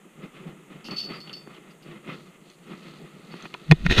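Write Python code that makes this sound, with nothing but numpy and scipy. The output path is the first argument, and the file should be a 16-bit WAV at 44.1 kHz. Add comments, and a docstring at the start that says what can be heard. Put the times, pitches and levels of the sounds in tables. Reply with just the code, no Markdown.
"""A putted disc drops into the chains of a steel basket: links clash, ring, clatter and settle,
and the disc clacks into the wire tray. The thrower walks over a breezy lawn with a body-worn
microphone: its mount bumps, clothes and air rustle over it in swells, above a steady hiss.
At the end a hand knocks on its plastic housing, scrapes across it and pushes air at the port."""
import sys
import numpy as np
from scipy import signal
from scipy.fft import rfft, irfft
from scipy.io import wavfile

SR = 44100
rng = np.random.default_rng(int(sys.argv[2]) if len(sys.argv) > 2 else 0)


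def transcribe(u):
    """Save the signal u as a 16-bit wav file named by the first command-line argument.

    u: samples, shape (n,) or (channels, n), limited to [-1, 1]; the rate is SR.
    q: integer samples, one column per channel.
    """
    v = np.clip(np.atleast_2d(u).T, -1, 1)
    q = np.round(v * 32767).astype(np.int16)
    wavfile.write(sys.argv[1], SR, q)


N = 176400
TIME_S = np.arange(N) / SR

# disc and chains clash: (time [s], ring [dB], clatter [dB], length [s], link pitch [Hz])
CLASHES = [(0.844, -47, -35.5, 0.036, 4620), (0.908, -37, -42, .008, 4514), (0.923, -48, -48, .03, 4500),
           (0.963, -32, -39, .012, 4500), (0.978, -31.5, -33.5, .015, 4470),
           (0.998, -29.5, -37, .008, 4490), (1.026, -35, -38.5, .03, 4450), (1.100, -49.5, -53, .02, 4500),
           (1.135, -44, -63, .02, 4730), (1.162, -47, -54, .008, 4730), (1.204, -43.5, -47, .005, 4410),
           (1.33, -36.5, -41, 0.0059, 4580), (1.365, -43.5, -50, .015, 4470), (1.703, -72, -55, .01, 4500),
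           (1.825, -64, -54, .005, 4500), (3.314, -53, -62, .005, 4500)]
# steel links: (frequency [Hz], level [dB], t60 [s])
LINK_MODES = [(3550, -20, .5), (4530, -32, 0.19), (4473, -4.5, .58), (4540, -7.5, 0.32), (4640, -14, 0.32),
              (5170, -14, 0.2), (5260, -27, 0.11)]
# dense link overtones: (frequency [Hz], density [dB])
CLATTER_SPECTRUM = [(1200, -15), (2200, -18), (2750, 11.5), (3400, 1), (4000, -1), (4700, 9.5), (5400, -4),
                    (6400, -5.5), (7200, -18), (11000, -19), (15000, -28)]
# blurred top overtones: (frequency [Hz], density [dB])
SHIMMER_SPECTRUM = [(7000, -30), (11900, -24), (12450, -3), (12850, 5), (13400, -15), (13980, -1),
                    (14450, -17), (15200, -5)]
# disc lands and shifts: (time [s], level [dB])
TRAY_HITS = [(1.274, -41.5), (1.294, -39.5), (1.545, -48), (1.565, -49)]
# tray wires: (frequency [Hz], density [dB])
TRAY_SPECTRUM = [(400, -14), (850, 8), (1500, 6), (2200, -11), (2800, 17), (3600, 8), (4800, -2),
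                 (6500, -14), (9000, -39)]

# finger ticks: (time [s], level [dB], focus [Hz])
TICKS = [(2.501, -35, 6300), (3.425, -28, 5500), (3.454, -16, 930), (3.456, -30, 2650), (3.540, -20, 3100),
         (3.5414, -16, 3150), (3.547, -19, 990), (3.713, 1.5, 2130), (3.72, -1.5, 2407),
         (3.7194, 14.5, 650), (3.864, -3, 1490), (3.898, -14.5, 1900), (3.911, -5.5, 1860),
         (3.924, -11.5, 2500), (3.967, -18, 3540), (3.980, -2.5, 3830), (3.984, -4.5, 1360),
         (3.9905, 1.5, 3860)]
# plastic housing: (frequency [Hz], level [dB], t60 [s])
HOUSING_MODES = [(348, -6.5, 0.053), (417, -6.5, 0.039), (713, -7.5, 0.017), (984, -13.5, 0.023),
                 (1410, -4, 0.015), (1860, -4.5, 0.023), (2140, -10, 0.021), (2491, -4, 0.022),
                 (3190, -13, .012), (3434, -13.5, 0.027), (4050, -12.5, 0.0064), (6260, -14, 0.013),
                 (8000, -32, .006)]
# dry snap of a tick: (frequency [Hz], density [dB])
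SNAP_SPECTRUM = [(200, 0), (720, 10), (1100, 9), (2300, -1), (4200, 9), (6500, -25), (9000, -37),
                 (15000, -44)]
# low thumps of housing knocks: (peak time [s], level [dB], frequency [Hz], pre-ring [s], decay [s])
THUMPS = [(3.7207, 4.5, 154, 0.008, 0.0072), (3.724, -8.5, 344, 0.0016, 0.0065),
          (3.864, -11.5, 167.8, 0.0088, 0.0065)]
# hand drag: (time [s], level [dB])
SCRAPE_LEVEL = [(3.50, -112), (3.70, -51), (3.80, -60), (3.842, -56), (3.857, -36.5), (3.866, -33.5),
                (3.880, -54.5), (3.893, -41), (3.908, -26.5), (3.926, -25), (3.948, -34), (3.985, -22),
                (4.0, -27.5)]
# friction hiss: (frequency [Hz], density [dB])
FRICTION_SPECTRUM = [(200, 12), (600, 2.5), (900, -7), (1400, -32), (1900, 6), (2600, 10.5), (3100, 7),
                     (3800, 12), (4400, 3), (5000, -4), (5600, -1), (6400, -9.5), (7300, -19), (12000, -24),
                     (15000, -47)]
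# air pushed at the port: (time [s], level [dB])
RUMBLE_LEVEL = [(3.60, -80), (3.68, -57), (3.715, -17), (3.76, -46), (3.81, -36), (3.84, -28),
                (3.88, -28.5), (3.912, -9.5), (3.945, -39), (3.97, -25), (4.0, -5)]
# pushed air: (frequency [Hz], density [dB])
RUMBLE_SPECTRUM = [(15, 1.5), (30, 7.5), (50, 5.5), (80, -7), (150, -6), (220, -6), (350, -23), (700, -63)]

# stride bumps: (time [s], level [dB])
BUMPS = [(0.886, -23), (0.924, -30), (1.474, -27), (2.091, -26.5), (2.735, -29.5), (2.937, -35),
         (3.340, -23.5)]
# microphone mount: (frequency [Hz], level [dB], t60 [s])
MOUNT_MODES = [(166, 2.5, 0.025), (315, -0.5, 0.012), (704, -4.5, 0.0066), (1340, -4, 0.0038),
               (1980, -21, 0.0092)]
# clothes and air on the microphone: (time [s], level [dB])
RUSTLE_LEVEL = [(0.0, -64), (0.15, -62.5), (0.24, -49.5), (0.31, -61), (0.37, -53), (0.46, -55),
                (0.48, -47.5), (0.54, -59.5), (0.66, -60.5), (0.72, -51), (0.84, -59.5), (0.85, -49),
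                (0.87, -59), (0.88, -55.5), (0.92, -38.5), (0.98, -55.5), (1.07, -56), (1.11, -42.5),
                (1.16, -46.5), (1.23, -60), (1.31, -51), (1.35, -57.5), (1.46, -62), (1.47, -57),
                (1.58, -52.5), (1.6, -61), (1.71, -55.5), (1.78, -66.5), (1.92, -48.5), (2.02, -62.5),
                (2.1, -41.5), (2.15, -48.5), (2.17, -55.5), (2.24, -61), (2.36, -58.5), (2.38, -65),
                (2.52, -60), (2.53, -67), (2.64, -62), (2.72, -45), (2.77, -56.5), (2.9, -51.5),
                (2.92, -56), (3.27, -59.5), (3.33, -52.5), (3.41, -51), (3.46, -46.5), (3.47, -52),
                (3.48, -62), (3.52, -57)]
# hollow body of the rustle: (frequency [Hz], density [dB])
BODY_SPECTRUM = [(30, -19), (100, -41), (122, -15), (150, 3), (200, 1), (265, -7), (350, -2.5), (450, -9),
                 (650, -16.5), (900, -21.5), (1500, -51)]
# rasp of the rustle: (frequency [Hz], density [dB])
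RASP_SPECTRUM = [(450, -40.5), (760, -7.5), (900, -9), (1280, 6), (1560, -7.5), (2120, 2.5), (2280, -6.5),
                 (2500, 1), (2850, -3.5), (3300, -5), (4400, -17), (5500, -27), (12000, -44.5)]
# crisp fabric brushing by: (time [s], level [dB])
FABRIC_LEVEL = [(0, -88), (2.05, -78), (2.12, -56), (2.28, -66.5), (2.36, -83), (2.5, -58.5), (2.58, -73),
                (2.75, -61), (2.9, -58.5), (3.15, -68.5), (3.43, -53.5), (3.5, -60.5), (3.76, -63),
                (4.0, -46)]
# fabric crackle: (frequency [Hz], density [dB])
FABRIC_SPECTRUM = [(1500, -12), (3000, 4.5), (4400, 8.5), (5300, -6.5), (6400, -3.5), (8000, -20),
                   (14000, -34)]
# open air and microphone hiss: (frequency [Hz], density [dB])
HISS_SPECTRUM = [(100, 0), (400, 17.5), (1200, 8.5), (3000, 4), (4600, -12), (5700, -4.5), (6600, 4.5),
                 (9000, 2.5), (11500, -4), (15000, -7)]


def from_db(db):
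    """Decibels to gain."""
    return 10 ** (np.asarray(db) / 20)


def unit_rms(x):
    """Scale to rms 1."""
    return x / np.sqrt(np.mean(x ** 2) + 1e-20)


def curve(rows):
    """Breakpoints to one value per sample."""
    return np.interp(TIME_S, *np.transpose(rows))


def drift(rate_hz):
    """Slow random wander; rms 1."""
    pole = np.exp(-2 * np.pi * rate_hz / SR)
    return unit_rms(signal.lfilter([1], [1, -2 * pole, pole * pole], rng.standard_normal(N + SR))[SR:])


def coloured(x, spectrum):
    """Filter by a smooth spectrum; rms 1."""
    hz, db = np.transpose(spectrum)
    bins_hz = np.maximum(np.fft.rfftfreq(N, 1 / SR), 1)
    gain = from_db(np.interp(np.log(bins_hz), np.log(hz), db))
    return unit_rms(irfft(rfft(x) * gain, N))


def noise(spectrum):
    """Coloured noise; rms 1."""
    return coloured(rng.standard_normal(N), spectrum)


def grains(per_s, spread_db):
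    """Tiny random slips of uneven size; rms 1."""
    sizes = from_db(spread_db * np.minimum(rng.exponential(1, N), 4))
    return unit_rms((rng.random(N) < per_s / SR) * sizes * rng.choice([-1, 1], N))


def clicks(times_s, heights):
    """One impulse at each time."""
    return np.bincount((np.asarray(times_s) * SR).astype(int), heights, N)[:N]


def ring(x, hz, t60_s):
    """One mode: a unit click starts a decaying unit sine."""
    r, w = from_db(-60 / (t60_s * SR)), 2 * np.pi * hz / SR
    return signal.lfilter([0, np.sin(w)], [1, -2 * r * np.cos(w), r * r], x + 1e-18)


def strike(times_s, heights, modes, spread_db, emphasis=1):
    """Each blow excites each mode with a random strength."""
    weights = emphasis * from_db(spread_db * rng.standard_normal((len(times_s), len(modes))))
    return sum((-1) ** k * from_db(db) * ring(clicks(times_s, heights * weights[:, k]), hz, t60_s)
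               for k, (hz, db, t60_s) in enumerate(modes))


def wash(times_s, heights, spectrum, t60_s):
    """Each blow adds decaying noise: overtones too dense to resolve."""
    decay = from_db(-120 / (t60_s * SR))
    energy = signal.lfilter([1], [1, -decay], clicks(times_s, heights ** 2) + 1e-18)
    return np.sqrt(energy) * noise(spectrum)


def chains(contacts_per_s=400, contact_spread_db=2.0, link_gain_db=1.5, detune_hz=53):
    """Contacts share a clash's energy; each rings one link. The chain rings on, clatters, shimmers."""
    contacts, struck_links = [], 0
    for start_s, ring_db, clatter_db, length_s, hz in CLASHES:
        jitter = rng.random(64)
        size, detune = rng.standard_normal((2, 64))
        k = np.arange(int(np.clip(length_s * contacts_per_s, 1, len(jitter))))
        times_s = start_s + length_s * (k + jitter[k] * (k > 0)) / len(k)
        share = from_db(contact_spread_db * size[k])
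        share /= np.linalg.norm(share)
        for i in k:
            blow = clicks([times_s[i]], [share[i] * from_db(ring_db + link_gain_db)])
            struck_links += ring(blow, hz + detune_hz * detune[i], t60_s=0.11)
        shimmer_db = -44.5 + 0.5 * clatter_db
        contacts.append([times_s, share * from_db(clatter_db), share * from_db(shimmer_db)])
    times_s, clatter_heights, shimmer_heights = np.hstack(contacts)
    starts_s, ring_db = np.transpose(CLASHES)[:2]
    ringing = strike(starts_s, from_db(ring_db), LINK_MODES, spread_db=1.5)
    clatter = wash(times_s, clatter_heights, CLATTER_SPECTRUM, t60_s=0.086)
    shimmer = wash(times_s, shimmer_heights, SHIMMER_SPECTRUM, t60_s=0.32)
    return struck_links + ringing + clatter + shimmer


def tray():
    """The plastic disc clacks on the wires."""
    times_s, db = np.transpose(TRAY_HITS)
    return wash(times_s, from_db(db), TRAY_SPECTRUM, t60_s=0.051)


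def finger_ticks(focus_db_per_octave=22, hard_snap_db=-15.5, hard_tick_hz=2280):
    """Each tick favours the housing modes of the spot it hits; softer contact snaps less."""
    times_s, db, focus_hz = np.transpose(TICKS)
    octaves_off = np.abs(np.log2(np.array(HOUSING_MODES)[:, 0] / focus_hz[:, None]))
    emphasis = from_db(-focus_db_per_octave * np.minimum(octaves_off, 1))
    shell = strike(times_s, from_db(db), HOUSING_MODES, spread_db=3.5, emphasis=emphasis)
    hardness = np.minimum(focus_hz / hard_tick_hz, 1) ** 2
    snap = wash(times_s, from_db(db + hard_snap_db) * hardness, SNAP_SPECTRUM, t60_s=0.014)
    return shell + snap


def housing_thumps():
    """Low thumps of knocks; the recorder's low-cut filter rings just before and after each."""
    thumps = np.zeros(N)
    for peak_s, db, hz, pre_ring_s, decay_s in THUMPS:
        t = TIME_S - peak_s
        envelope = np.exp(np.minimum(t / pre_ring_s, -t / decay_s))
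        thumps += from_db(db) * envelope * np.cos(2 * np.pi * hz * t)
    return thumps


def hand_scrape(friction_gain_db=1):
    """Dense slips ring the housing and hiss with friction."""
    slips = grains(per_s=2300, spread_db=2.5)
    shell = sum((-1) ** k * from_db(db) * ring(slips, hz, t60_s)
                for k, (hz, db, t60_s) in enumerate(HOUSING_MODES))
    friction = from_db(friction_gain_db) * coloured(slips, FRICTION_SPECTRUM)
    return from_db(curve(SCRAPE_LEVEL)) * (unit_rms(shell) + friction)


def port_rumble():
    """Air pushed by the hand rumbles at the port."""
    return from_db(curve(RUMBLE_LEVEL)) * noise(RUMBLE_SPECTRUM)


def mount_bumps(low_cut_hz=203):
    """The mount knocks dully as the walker moves."""
    times_s, db = np.transpose(BUMPS)
    knocks = strike(times_s, -from_db(db), MOUNT_MODES, spread_db=1.2)
    return signal.sosfilt(signal.butter(4, low_cut_hz, "high", fs=SR, output="sos"), knocks)


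def rustle(body_gain_db=6.5, rasp_gain_db=1.08, body_flutter_db=2.08, rasp_flutter_db=1.5):
    """Clothes and air rub in swells: a fluttering low body under a grainy rasp."""
    level_db = curve(RUSTLE_LEVEL)
    pivot_db, body_swing = -50, 0.85
    body_db = pivot_db + body_swing * (level_db - pivot_db) + body_gain_db
    body_db += body_flutter_db * drift(rate_hz=15.3)
    fibres = rng.standard_normal(N) + 0.27 * grains(per_s=780, spread_db=1)
    body = from_db(body_db) * noise(BODY_SPECTRUM)
    rasp_db = level_db + rasp_gain_db + rasp_flutter_db * drift(rate_hz=30)
    return body + from_db(rasp_db) * coloured(fibres, RASP_SPECTRUM)


def fabric():
    """Fine, uneven slips make cloth crackle."""
    return from_db(curve(FABRIC_LEVEL)) * coloured(grains(per_s=1800, spread_db=3.5), FABRIC_SPECTRUM)


def hiss(level_db=-61):
    """Steady noise of open air and microphone."""
    return from_db(level_db) * noise(HISS_SPECTRUM)


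def scene():
    """The basket plus all that touches the microphone; mono."""
    basket = chains() + tray()
    walking = rustle() + fabric() + mount_bumps()
    hand = finger_ticks() + housing_thumps() + hand_scrape() + port_rumble()
    return (basket + walking + hand + hiss())[None]


def record(dry):
    """Soft overload on the loudest knocks, then a steep treble cut."""
    ceiling, stopband_hz = 0.85, 16000
    clipped = ceiling * np.tanh(dry / ceiling)
    return signal.sosfilt(signal.cheby2(16, 70, stopband_hz, fs=SR, output="sos"), clipped)


dry = scene()
out = record(dry)
transcribe(out)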